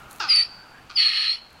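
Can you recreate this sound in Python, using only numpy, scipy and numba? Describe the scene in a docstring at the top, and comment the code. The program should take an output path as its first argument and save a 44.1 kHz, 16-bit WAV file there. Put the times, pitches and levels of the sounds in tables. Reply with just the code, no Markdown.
"""A donkey across an open field, heard in steady outdoor air from the microphone of a handheld camera.
It huffs, while fingers rub, bump and crackle on the camera. Its vocal folds pulse in a short falling
grunt, then tighten into a high, clear whistle with a rasp of air, closing on a thin wheeze. More huffs
and a croak lead to a second, longer squeal, torn and raspy. The edge of the woods echoes both brays,
and at the end the hand shifts faintly once more."""
import sys
import numpy as np
from scipy import signal
from scipy.fft import rfft, irfft
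from scipy.io import wavfile
from scipy.ndimage import uniform_filter1d
from numba import njit

SR = 44100
rng = np.random.default_rng(int(sys.argv[2]) if len(sys.argv) > 2 else 0)


def persist_wave(psi):
    """Save psi, clipped to +-1, as 16-bit WAV."""
    counts = np.round(np.clip(psi, -1, 1) * 32767).astype(np.int16)
    wavfile.write(sys.argv[1], SR, np.atleast_2d(counts).T)


N = 70560
T = np.arange(N) / SR

# whistle of the taut vocal folds, one table per bray: (t/s, f/Hz, level/dB, roughness from 0 = clear)
WHISTLES = [
    [(.281, 5240, -38.5, 0), (.293, 5040, -22, 0), (.305, 4775, -14, 0), (.334, 4732, -17, 0),
     (.341, 4590, -17.5, 0.17), (.356, 4596, -14, 0.1), (.362, 5046, -25, 1.2), (.369, 4559, -17, 0.27),
     (.40, 4556, -17, 0.06), (.422, 4585, -21, 0), (.434, 4830, -27, 0.2)],
    [(.951, 5100, -48, 0.19), (.962, 4920, -22, 0.01), (.975, 4480, -19, 0), (.988, 4430, -15, 0.32),
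     (1.003, 4479, -18.5, 0.55), (1.04, 4347, -23, 0.58), (1.068, 4330, -15, 0.24),
     (1.105, 4339, -27, 0.63), (1.2, 4310, -23.5, 0.52), (1.25, 4270, -27.5, 0.78),
     (1.285, 4188, -22.5, 0.57), (1.32, 4240, -23, 0.43), (1.342, 4470, -32.5, 0.2),
     (1.351, 4600, -47, 0.1)],
]


def undb(db):
    """Decibels to gain."""
    return 10 ** (np.asarray(db) / 20)


def unit(x):
    """Scale to rms 1."""
    return x / (x.std() + 1e-12)


def curve(rows, axis=1):
    """One column of a table, joined by straight lines in time."""
    rows = np.array(rows, float)
    return np.interp(T, rows[:, 0], rows[:, axis])


def envelope(rows, axis=1, edge_s=.002):
    """Gain from a dB column, fading to silence outside the table."""
    inside = np.minimum(T - rows[0][0], rows[-1][0] - T) / edge_s + 1
    return undb(curve(rows, axis)) * np.clip(inside, 0, 1)


def walk(rate):
    """Smooth random drift with about `rate` turns a second, spread 1."""
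    f = np.fft.rfftfreq(N, 1 / SR)
    return unit(irfft(rfft(rng.standard_normal(N)) / np.sqrt(1 + (2 * f / rate) ** 4), N))


def colour(x, points):
    """Shape a spectrum by (f/Hz, gain/dB) points."""
    hz, db = np.array(points, float).T
    f = np.fft.rfftfreq(N, 1 / SR)
    return irfft(rfft(x) * undb(np.interp(np.log(f + 1), np.log(hz), db)), N)


@njit
def bandpass(x, hz, width):
    """State-variable band-pass with a moving centre, peak gain 1."""
    y, band, low = np.empty(len(x)), 0., 0.
    for i in range(len(x)):
        g, damping = np.tan(np.pi * hz[i] / SR), width / hz[i]
        v = (band + g * (x[i] - low)) / (1 + g * (g + damping))
        band, low = 2 * v - band, low + 2 * g * v
        y[i] = damping * v
    return y


def resonate(x, resonances, scale=1):
    """Steep parallel resonances (centre, width/Hz, gain/dB), each at centre * scale in Hz."""
    out = 0
    for hz, width, db in resonances:
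        centre = hz * scale * np.ones(N)
        once = bandpass(x, centre, float(width))
        out = out + undb(db) * bandpass(once, centre, float(width))
    return out


def outdoor_air():
    """The steady background of the field, strongest in the lows."""
    # spectrum of the open air: (f/Hz, relative level/dB)
    spectrum = [(70, -0.5), (160, -1.5), (250, -3.5), (500, -7.5), (850, -1), (1050, -4.5), (1300, -3),
                (1900, -10.5), (2600, -9), (3700, -16.5), (5200, -21), (9000, -26.5), (15500, -33)]
    # its loudness at the microphone: (t/s, level/dB)
    levels = [(0, -47.5), (.5, -50), (.92, -50.5), (1.05, -53), (1.4, -53.5), (1.6, -50.5)]
    return unit(colour(rng.standard_normal(N), spectrum)) * undb(curve(levels) + .23 * walk(16))


def huffs():
    """Unvoiced breath rushes through the donkey's open mouth."""
    # breath ahead of each bray, one table each: (t/s, level/dB, mouth resonance f/Hz)
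    breaths = [
        [(0, -49, 1336), (.1, -52.5, 1284), (.195, -55, 1280)],
        [(.5, -59, 1456), (.63, -49, 1500), (.71, -55.5, 1380), (.79, -50, 1720), (.84, -77, 1600)],
    ]
    # resonances of the airway: (multiple of the mouth resonance, width/Hz, gain/dB)
    airway = [(.62, 260, -4), (1.002, 277, 8), (1.7, 830, -15)]
    out = 0
    for rows in breaths:
        breath = rng.standard_normal(N) * undb(walk(60))
        out += unit(resonate(breath, airway, curve(rows, axis=2))) * envelope(rows, edge_s=.026)
    return out


def handling():
    """Fingers rub the camera and its shell gives tiny dry clicks, right at the microphone."""
    # fingers rubbing: (t/s, level/dB)
    rub = [(0, -58.5), (.07, -71), (.11, -53), (.14, -51.5), (.19, -52.5), (.26, -69), (.31, -55.5),
           (.42, -66)]
    # crackles of the camera body: (t/s, level/dB)
    crackles = [(0.112, -38.5), (0.1171, -41), (0.1305, -37), (1.506, -51.5), (1.53, -52.5)]
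    # response of the shell, colouring both: (f/Hz, gain/dB)
    shell = [(1000, -34), (3000, -9), (4200, 7), (5200, -9), (6300, 4), (8000, -1), (11000, 3), (15500, -2)]
    click_decay_s, grains_per_s = .00046, 1500
    clicks = sum(undb(db) * (T >= s) * np.exp(-abs(T - s) / click_decay_s) for s, db in crackles)
    grains = (rng.random(N) < grains_per_s / SR) * rng.standard_normal(N)
    friction = unit(grains + .037 * rng.standard_normal(N))
    return colour(2 * clicks * rng.standard_normal(N) + friction * envelope(rub), shell)


def grip_bumps():
    """Dull low thuds as the hand shifts its grip on the camera."""
    # soft bumps of the hand: (t/s, level/dB)
    bumps = [(.045, -48), (0.849, -54.5), (1.54, -56.5)]
    half_length_s, thud_hz, width_hz = .029, 81.4, 110
    swell = sum(undb(db) * np.exp(-((T - s) / half_length_s) ** 2) for s, db in bumps)
    return swell * unit(resonate(rng.standard_normal(N), [(thud_hz, width_hz, 0)]))


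def grunts():
    """Slowing pulses of the vocal folds, each with a puff of air, ring a throat that slackens too."""
    # pulsing of the folds, one table per bray: (t/s, pulse rate f/Hz, level/dB)
    pulsings = [
        [(.1982, 468, -39), (.202, 451.5, -26), (.215, 383.4, -26.5), (.24, 318, -28), (.256, 294.4, -33),
         (.278, 257.7, -35), (.30, 234, -56)],
        [(.8975, 260, -39.5), (.909, 192.3, -44), (.915, 147, -38.5), (.921, 133.7, -48), (.95, 183, -48.5)],
    ]
    # throat resonances: (f/Hz, width/Hz, gain/dB)
    throat = [(400, 590, -17.5), (840, 208, -1.5), (1266, 224, 3), (1484, 82, 5), (2576, 330, -4),
              (3430, 250, -6.5), (4610, 1400, -6), (5980, 350, -18)]
    # band that each grunt fills, the second a thin croak: (lowest f/Hz, highest f/Hz)
    bands = [(100, 6800), (1050, 11000)]
    jitter, shimmer_db, rest_hz = .014, 1.6, 312
    out = 0
    for rows, band in zip(pulsings, bands):
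        hz = curve(rows) * (1 + jitter * walk(360))
        cycles = np.cumsum(hz * (T > rows[0][0])) / SR
        pulses = np.diff(np.ceil(cycles), prepend=0) * np.sqrt(SR / hz) * undb(shimmer_db * walk(610))
        puffs = .44 * rng.standard_normal(N) * np.exp(-2 * (cycles % 1))
        throat_gain = resonate(rng.standard_normal(N), throat).std()
        tension = (np.maximum(curve(rows), 250) / rest_hz) ** .22
        voice = resonate((pulses + puffs) * envelope(rows, axis=2), throat, tension) / throat_gain
        out += signal.sosfilt(signal.butter(4, band, "bandpass", fs=SR, output="sos"), voice)
    return out


def squeals():
    """The taut folds whistle; when rough, a slower flapping adds sidebands and the level tears."""
    # mouth resonances that pass the overtones, one table per bray: (f/Hz, width/Hz, gain/dB)
    mouths = [
        [(9210, 350, -22.5), (10150, 1200, -22.5), (14000, 1800, -45.5)],
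        [(8700, 520, -37), (9640, 580, -34)],
    ]
    waver_hz, jitter_hz, flap_hz = 19, 135, 215
    smear_rad, overtone_lift_db, flutter_db = .65, 14.5, 6.5
    out = 0
    for rows, mouth in zip(WHISTLES, mouths):
        rough = np.clip(curve(rows, axis=3), 0, 1)
        hz = curve(rows) + waver_hz * walk(180) + rough * jitter_hz * walk(360)
        phase = 2 * np.pi * np.cumsum(hz) / SR
        overtones = sum(np.sin(k * phase + (k - 1) * smear_rad * walk(1200)) for k in (2, 3))
        tone = np.sin(phase) + resonate(overtones, mouth) * undb(overtone_lift_db * rough)
        flap_rate = flap_hz * (1 + .3 * walk(180))
        growl = 1 + .55 * rough * np.sin(2 * np.pi * np.cumsum(flap_rate) / SR)
        tearing = 2 * np.tanh(walk(240) / 2 + .5) - 1  # deep dips, shallow peaks
        flutter = undb(rough * flutter_db * tearing)
        out += np.sqrt(2) * tone * growl * flutter * envelope(rows, axis=2)
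    return out


def rasps():
    """Turbulence beside the whistle rings the moving mouth and a throat that follows the pitch."""
    # rush of air, one table per bray: (t/s, level/dB, mouth resonance f/Hz)
    rushes = [
        [(.287, -30, 2020), (.305, -27.5, 2070), (.335, -25, 2260), (.347, -28, 2030), (.39, -28, 2010),
         (.425, -34.5, 1880), (.47, -55, 1900)],
        [(.96, -42, 2320), (.98, -25.5, 2130), (1.0, -22, 1940), (1.055, -25.5, 1764), (1.11, -25.5, 1884),
         (1.25, -26, 1800), (1.3, -31, 1915), (1.33, -33, 2060), (1.39, -49, 1850)],
    ]
    # throat resonances, one table per bray: (f/Hz, width/Hz, gain/dB)
    throats = [
        [(1312, 190, -4.5), (2480, 460, 3), (3080, 620, -1.5), (4246, 540, 5), (5530, 800, -17.5),
         (9700, 2200, -27.5)],
        [(1293, 146, -6), (2146, 420, -4.5), (2540, 340, 0), (2936, 274, 4), (3300, 270, 1), (4170, 466, 6),
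         (5270, 590, -9.5), (8600, 3200, -30), (9930, 1180, -23), (13000, 5200, -45)],
    ]
    flutter_db, swell_db, drift, mouth_width_hz = 1.5, 1.6, .008, 204
    out = 0
    for rows, throat, whistle in zip(rushes, throats, WHISTLES):
        flutter = undb(flutter_db * walk(730))
        pitch = uniform_filter1d(curve(whistle), SR // 20)
        tension = (pitch / np.median(np.array(whistle)[:, 1])) ** .5
        rasp = resonate(rng.standard_normal(N), [(.99, mouth_width_hz, 0)], curve(rows, axis=2))
        for resonance in throat:  # each swells and drifts on its own
            turbulence = rng.standard_normal(N) * undb(swell_db * walk(29))
            rasp += resonate(turbulence, [resonance], tension * (1 + drift * walk(23)))
        out += unit(rasp * flutter) * envelope(rows)
    return out


def wheezes():
    """The last air of each squeal squeezes through the closing folds."""
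    # thin gasps: (t/s, level/dB, half length/s)
    gasps = [(0.441, -46.5, 0.024), (1.317, -44.5, 0.05)]
    # throat resonances: (f/Hz, width/Hz, gain/dB)
    throat = [(5320, 380, 3), (6980, 3200, -23), (10230, 790, -12.5)]
    swell = sum(undb(db) * np.exp(-((T - s) / half_length) ** 2) for s, db, half_length in gasps)
    return swell * unit(resonate(rng.standard_normal(N), throat))


def across_field(x):
    """The direct sound arrives with ground scatter, one near echo and a long wash from the woods."""
    ground_decay_s, ground_db = .025, -13.5
    echo_s, echo_db = .029, -11.5
    woods_t60_s, woods_onset_s, woods_db = .88, .022, -23
    ground = rng.standard_normal(N) * np.exp(-T / ground_decay_s)
    woods = rng.standard_normal(N) * np.exp(-np.log(1000) * T / woods_t60_s)
    woods *= 1 - np.exp(-T / woods_onset_s)
    response = undb(ground_db) * ground / np.linalg.norm(ground)
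    response += undb(woods_db) * woods / np.linalg.norm(woods)
    response[int(echo_s * SR)] += undb(echo_db)
    dulled = signal.sosfilt(signal.butter(2, 6500, fs=SR, output="sos"), response)
    return x + signal.fftconvolve(x, dulled)[:N]


def scene():
    """Mono: the donkey out in the field, the hand close and dry, open air all round."""
    donkey = grunts() + squeals() + rasps() + huffs() + wheezes()
    return (across_field(donkey) + handling() + grip_bumps() + outdoor_air())[None]


def record(dry):
    """The camera cuts the treble steeply above 15.8 kHz."""
    return signal.sosfilt(signal.ellip(10, .2, 70, 15800, fs=SR, output="sos"), dry)


dry = scene()
out = record(dry)
persist_wave(out)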